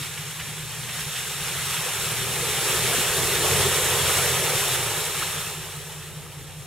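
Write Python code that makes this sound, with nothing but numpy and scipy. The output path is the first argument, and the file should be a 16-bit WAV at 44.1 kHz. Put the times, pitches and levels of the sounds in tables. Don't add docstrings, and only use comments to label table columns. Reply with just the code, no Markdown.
import sys
import numpy as np
from scipy import signal
from scipy.fft import rfft, irfft, next_fast_len
from scipy.io import wavfile
from scipy.ndimage import uniform_filter1d

SR = 44100
rng = np.random.default_rng(int(sys.argv[2]) if len(sys.argv) > 2 else 0)


def wav_record(signal):
    frames = np.transpose(np.atleast_2d(signal))
    bounded = np.clip(frames, -1, 1)
    quanta = np.round(bounded * 32767).astype(np.int16)
    wavfile.write(sys.argv[1], SR, quanta)


N = 293706
TIME = np.arange(N) / SR


def gain_of(db):
    return 10 ** (np.asarray(db) / 20)


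def evened(x):
    return x / np.sqrt(np.mean(x ** 2) + 1e-20)


def at_pitch(table, hz):
    pitches, values = np.transpose(table)
    return np.interp(np.log(hz + 1), np.log(pitches), values)


def curves(table):
    times, *columns = np.transpose(table)
    return [np.interp(TIME, times, column) for column in columns]


def swell(start, length, rise_s, fall_s):
    return np.clip(np.minimum((TIME - start) / rise_s, 1 - (TIME - start - length) / fall_s), 0, 1)


def wander(rate_hz):
    hz = np.fft.rfftfreq(4096, N / SR / 4096)
    slow = irfft(rfft(rng.standard_normal(4096)) * np.exp(-(hz / rate_hz) ** 2))
    return evened(np.interp(TIME, np.linspace(0, N / SR, len(slow)), slow))


def add(mix, start_s, sound):
    part = mix[max(round(start_s * SR), 0):][:len(sound)]
    part += sound[:len(part)]


def coloured(x, tone):
    size = next_fast_len(N + 8192)
    gains = gain_of(at_pitch(tone, np.fft.rfftfreq(size, 1 / SR)))
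    return evened(irfft(rfft(x, size) * gains, size)[..., :N])


def resonate(x, hz, width_hz):
    spin = np.exp(2j * np.pi * np.cumsum(hz * np.ones(x.shape[-1])) / SR)
    decay = np.exp(-np.pi * width_hz / SR)
    return 2 * (spin * signal.lfilter([1 - decay], [1, -decay], x / spin)).real


# (pitch [Hz], likeness [0-1])
LIKENESS = [(20, 0.4), (100, 0.39), (250, 0.84), (450, 0.96), (1600, 0.93), (2300, 0.76), (3300, 0.89),
            (4100, 1), (4600, 0.29), (5300, 0.75), (6300, 0.24), (7500, 0.43), (12000, 0.51), (15000, 0.23)]
# (pitch [Hz], lead [radians])
LEFT_LEAD = [(20, -0.84), (1500, -0.053), (3000, 0.064), (4300, -0.87), (5080, 1.45), (5400, 1.9),
             (5770, 1.6), (7000, 0.65), (7840, -0.75), (8650, 0.52), (9130, 0.69), (9900, -1.9),
             (10900, 0.88), (11500, .1), (13400, 0.85), (16000, .3)]


def wash(tone, patchy_db, size=1024):
    hop = size // 4
    hz = np.fft.rfftfreq(size, 1 / SR)
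    a, b, c, d, patches = rng.standard_normal((5, len(hz), N // hop + 5))
    patches = evened(uniform_filter1d(uniform_filter1d(patches, size=6, axis=0), size=7, axis=1))
    left, unrelated = a + 1j * b, c + 1j * d
    alike = np.clip(at_pitch(LIKENESS, hz), -1, 1)[:, None]
    right = alike * left + np.sqrt(1 - alike ** 2) * unrelated
    right *= np.exp(-1j * at_pitch(LEFT_LEAD, hz))[:, None]
    slices = np.array([left, right]) * gain_of(patchy_db * patches)
    _, noise = signal.istft(slices, nperseg=size, noverlap=size - hop)
    return coloured(noise[:, :N], tone)


def bubble(hz, cycles, rise):
    turns = np.arange(int(3 * cycles * SR / hz)) * hz / SR
    fade = np.exp(-turns / cycles) * (1 - np.exp(-turns)) * np.cos(np.linspace(0, np.pi / 2, len(turns)))
    return fade * np.sin(2 * np.pi * turns * (1 + rise * turns / cycles))


def droplets(low_hz, high_hz, per_s, cycles, spread_db, sizes=24):
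    out = np.zeros((2, N))
    for hz in np.geomspace(low_hz, high_hz, sizes):
        when, chance, side = rng.random((1500, 3))[:int(per_s * N / SR / sizes)].T
        strength = gain_of(-spread_db * np.log(np.maximum(chance, .02)))
        hits = np.zeros((2, N))
        hits[:, (when * N).astype(int)] = strength * np.array([.5 + side, 1.5 - side])
        ring = bubble(hz, cycles, rise=0.018) * np.sqrt(hz)
        out += signal.oaconvolve(hits, ring[None], axes=1)[:, :N]
    return evened(out)


def breeze():
    tone = [(12, -17), (30, -17), (70, 3), (130, 4), (220, -12), (600, -45)]  # (pitch [Hz], level [dB])
    flutter = coloured(rng.standard_normal((2, N)), tone)
    return flutter * gain_of(2 * wander(rate_hz=3)) * gain_of([[-52], [-59]])


# (strength [dB], lateness [s])
V8_CYLINDERS = [(0, .001), (-9, .003), (-16, .001), (-6, .003), (-5.5, .001), (-16, .003), (-12, .001),
                (-3, .002)]
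# (pitch [Hz], width [Hz], relative level [dB])
V8_PIPE = [(42, 14, -24), (65, 15, -1), (102, 7.5, -4), (124.5, 7.6, 4.5), (156.3, 9.7, -0.5)]
# (start [s], length [s], level change [dB])
V8_STUMBLES = [(1.052, .03, 10), (1.09, .11, -11)]


def idling_v8():
    cycle_hz, first_s, booms_per_turn = 5.02, 0.01313, 15
    count = int(N / SR * cycle_hz * len(V8_CYLINDERS)) + 1
    chance_db, slip = rng.standard_normal((count, 2)).T
    cylinder_db, late_s = np.resize(V8_CYLINDERS, (count, 2)).T
    times = first_s + np.arange(count) / len(V8_CYLINDERS) / cycle_hz + late_s
    strength = gain_of(cylinder_db + chance_db)
    firings, puff = np.zeros(N), signal.windows.hann(120)
    for start, blow in zip(times + .0004 * slip, strength):
        add(firings, start, blow * puff)
    pipe = sum(gain_of(db) * resonate(firings, hz, width) for hz, width, db in V8_PIPE)
    thumps = signal.sosfilt(signal.butter(4, [30, 175], "band", fs=SR, output="sos"), pipe)
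    crank_angle = 2 * np.pi * 2 * cycle_hz * TIME
    boom = np.sin(booms_per_turn * crank_angle + .6 * wander(rate_hz=10))
    boom *= np.interp(TIME, times, strength)
    waver_db = -.1 * wander(rate_hz=3)
    stumble_db = sum(db * swell(s, length, rise_s=.015, fall_s=.03) for s, length, db in V8_STUMBLES)
    return (gain_of(-49) * evened(thumps) + gain_of(-43) * evened(boom)) * gain_of(waver_db + stumble_db)


# (time [s], crank speed [turns/s], effort [dB])
THROTTLE = [(.3, 34, -17), (.75, 40, -15), (1.3, 44, -13.5), (1.75, 44, -9), (1.88, 37, -26), (2.0, 38, -5),
            (2.45, 42.8, -7.5), (2.62, 41.4, -16), (2.82, 40, -7), (3.0, 41.5, -6), (3.4, 44.3, -8),
            (3.52, 46.2, 2.5), (3.85, 44.5, -3), (4.28, 44.8, -2), (4.5, 38, -1), (4.8, 31, -7),
            (5.0, 24, -22), (5.2, 22.6, -26)]
# (base level [dB], growth with effort [dB per dB], change with the throttle shut [dB])
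ENGINE_TONES = [(-32.5, 1.5, -6), (-36, 0.85, -5), (-38.5, 0.5, 3.5), (-40.5, .7, -6)]
# (pitch [Hz], level change [dB])
EXHAUST_TONE = [(60, -28), (78, -13), (90, -3), (104, -2.5), (122, 2), (140, -1), (155, -1.5), (168, -10),
                (182, -8.5), (207, -5), (226, -18)]


def driving_engine():
    lift_s, lift_takes_s = 4.38, 0.09
    shut = np.clip((TIME - lift_s) / lift_takes_s, 0, 1)
    crank_hz, effort_db = curves(THROTTLE)
    crank_angle = 2 * np.pi * np.cumsum(crank_hz * (1 + .008 * wander(rate_hz=20))) / SR
    tones = np.zeros(N)
    for multiple, (base_db, growth, shut_db) in enumerate(ENGINE_TONES, 2):
        db = base_db + growth * effort_db + shut * shut_db
        db += at_pitch(EXHAUST_TONE, multiple * crank_hz) + .9 * wander(rate_hz=17)
        tones += gain_of(db) * np.sin(multiple * crank_angle + 2 * np.pi * rng.random())
    uneven = 1 + .22 * np.sin(crank_angle / 2) + .33 * wander(rate_hz=35)
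    return np.sqrt(2) * tones * uneven


def earth_banks(x, delay_s=0.0425):
    delay = round(delay_s * SR)
    echo = gain_of(-13.5) * np.concatenate([np.zeros(delay), x[:N - delay]])
    return np.array([x + echo, x - echo])


# (time [s], peak level
# [dB], middle pitch [Hz])
MUD_LUMPS = [(.024, -26, 2800), (.173, -25, 1900), (.396, -23, 2200), (.83, -28, 2500), (.886, -27, 2100),
             (.987, -27, 1600), (1.152, -28, 3200), (1.765, -23, 2000), (2.854, -19, 1900),
             (2.924, -21, 1600), (3.119, -22, 1600), (5.221, -28, 1000)]


def mud_slaps():
    out, t = np.zeros(N), np.arange(SR // 8) / SR
    fade = (1 - np.exp(-t / 0.0025)) * np.exp(-t / 0.014)
    for start, db, hz in MUD_LUMPS:
        band = signal.butter(2, [0.65 * hz, 1.54 * hz], "band", fs=SR, output="sos")
        burst = signal.sosfilt(band, rng.standard_normal(len(t))) * fade
        add(out, start, gain_of(db) * burst / abs(burst).max())
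    return out


# (time [s], level [dB], pitch [Hz], ring length [cycles], pitch rise [0-1])
AIR_POCKETS = [(1.861, -24, 480, 6, .02), (2.422, -24, 440, 5, .05), (3.781, -22, 440, 7, .04),
               (5.222, -21, 1100, 15, .24), (5.273, -30, 2080, 30, 0)]


def gulps():
    out = np.zeros(N)
    for start, db, hz, cycles, rise in AIR_POCKETS:
        add(out, start, gain_of(db) * bubble(hz, cycles, rise))
    return out


# (pitch [Hz], relative level [dB])
MUD_TONE = [(220, -39), (300, -14.5), (370, -2), (420, -2), (520, -5.5), (630, -5.5), (800, -2),
            (940, -4.5), (1080, -4.5), (1280, -3), (1500, -15.5), (2000, -13), (4000, -27)]
# (pitch [Hz], relative level [dB])
RUMBLE_TONE = [(15, -28), (40, -8), (80, 5.5), (130, 1.5), (195, -1), (260, -6.5), (330, -5.5), (450, -4),
               (900, -37)]
# (time [s], level [dB])
MUD_CHURNING = [(0.0, -51.5), (0.72, -48), (2.67, -35.5), (2.69, -32.5), (3.41, -30.5), (3.45, -28.5),
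                (4.93, -32.5), (5.66, -43.5), (6.55, -48.5), (6.66, -49)]
# (start [s], length [s], wheel arch pitch [Hz], ring relative to the churning [dB], wave level [dB])
AXLE_DIPS = [(1.98, 1.63, 396, -4, -40), (3.703, 0.92, 468, -4.5, -44.5)]


def tyres_in_mud():
    churning_db, = curves(MUD_CHURNING)
    bubbles = coloured(droplets(371, 1350, per_s=260, cycles=6.5, spread_db=6.5), MUD_TONE)
    drips = droplets(503, 2490, per_s=45, cycles=3.5, spread_db=4)
    slosh = wash(MUD_TONE, patchy_db=2.5)
    churn = gain_of(-4.5) * (slosh + gain_of(-5.5) * bubbles + gain_of(-11) * drips)
    rumble_gain, shallow_ring = gain_of(-51), gain_of(-10)
    for start, length, arch_hz, ring_db, wave_db in AXLE_DIPS:
        depth = swell(start, length, rise_s=0.23, fall_s=0.57)
        ring = resonate(wash(MUD_TONE, patchy_db=0.5), arch_hz, width_hz=255)
        hollow = evened(resonate(ring, arch_hz, width_hz=255))
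        churn += hollow * np.hypot(shallow_ring, depth * gain_of(ring_db))
        rumble_gain = np.hypot(rumble_gain, depth * gain_of(wave_db))
    return churn * gain_of(churning_db) + wash(RUMBLE_TONE, patchy_db=3.5, size=2048) * rumble_gain


# (pitch [Hz], relative level [dB])
SPLASH_TONE = [(280, -26), (400, -4.5), (650, -13.5), (850, -4.5), (1080, -5.5), (1300, -2), (1500, -2.5),
               (1730, -0.5), (2050, -2), (2800, 0), (3700, -1), (4200, -5.5), (4700, -15), (7000, -30),
               (12000, -60)]
# (pitch [Hz], relative level [dB])
SPRAY_TONE = [(2500, -15), (4200, -4.5), (4750, -7.5), (5300, -1), (5900, -3.5), (7000, -1.5), (8500, -0.5),
              (9150, -3.5), (9800, 0), (11100, -7), (11800, -5.5), (13500, -11), (15800, -17)]
# (time [s], level [dB])
PLOUGHING = [(0.15, -35), (0.64, -35.5), (1.69, -28.5), (2.31, -28), (2.72, -25), (4.15, -23.5),
             (5.39, -30), (5.57, -35.5), (6.22, -43.5), (6.66, -44)]
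# (start [s], length [s], boost to the ploughing [dB])
WATER_SHEETS = [(-.03, 0.096, 2), (0.358, 0.064, 0.5), (0.918, 0.1, 2.5), (1.115, .1, 0.9),
                (1.68, 0.065, 1), (2.02, .1, 1), (2.66, 0.37, 0.9), (3.43, 0.2, 1.4), (4.05, 0.273, 1.1),
                (4.518, .24, 2), (5.14, 0.089, 1.2), (5.373, 0.11, 0.2)]


def thrown_water():
    splash = wash(SPLASH_TONE, patchy_db=1.5)
    drops = droplets(933, 3980, per_s=700, cycles=3.4, spread_db=3)
    splash += gain_of(-12) * coloured(drops, SPLASH_TONE)
    spray = wash(SPRAY_TONE, patchy_db=1.37)
    fine_drops = droplets(4800, 13900, per_s=2000, cycles=0.66, spread_db=1)
    spray += gain_of(-7) * coloured(fine_drops, SPRAY_TONE)
    plough_db, = curves(PLOUGHING)
    sheets_db = sum(db * swell(s, length, rise_s=.027, fall_s=.013) for s, length, db in WATER_SHEETS)
    push_db = plough_db + sheets_db + 21
    water = splash * gain_of(-24.5 + .98 * push_db) + spray * gain_of(-24 + push_db)
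    return water * gain_of(.5 * wander(rate_hz=33))


def through_air(x):
    speed_m_per_s, nearest_m, nearest_s = 2.7, 11, 4.1
    metres = np.hypot(nearest_m, speed_m_per_s * (TIME - nearest_s))
    treble = signal.sosfiltfilt(signal.butter(2, 11500, "high", fs=SR, output="sos"), x)
    return x + treble * (gain_of(-.5 * (metres - 20)) - 1)


def scene():
    water = through_air(thrown_water() + mud_slaps() + gulps()) * gain_of([[-.15], [.15]])
    mud = tyres_in_mud() * gain_of([[-.5], [.5]])
    engines = earth_banks(driving_engine() + idling_v8()) * gain_of([[.4], [-.4]])
    return breeze() + engines + mud + water


def record(dry):
    treble_cut = signal.firwin(511, 15800, window=("kaiser", 9), fs=SR)
    return signal.oaconvolve(dry, treble_cut[None], "same")


dry = scene()
out = record(dry)
wav_record(out)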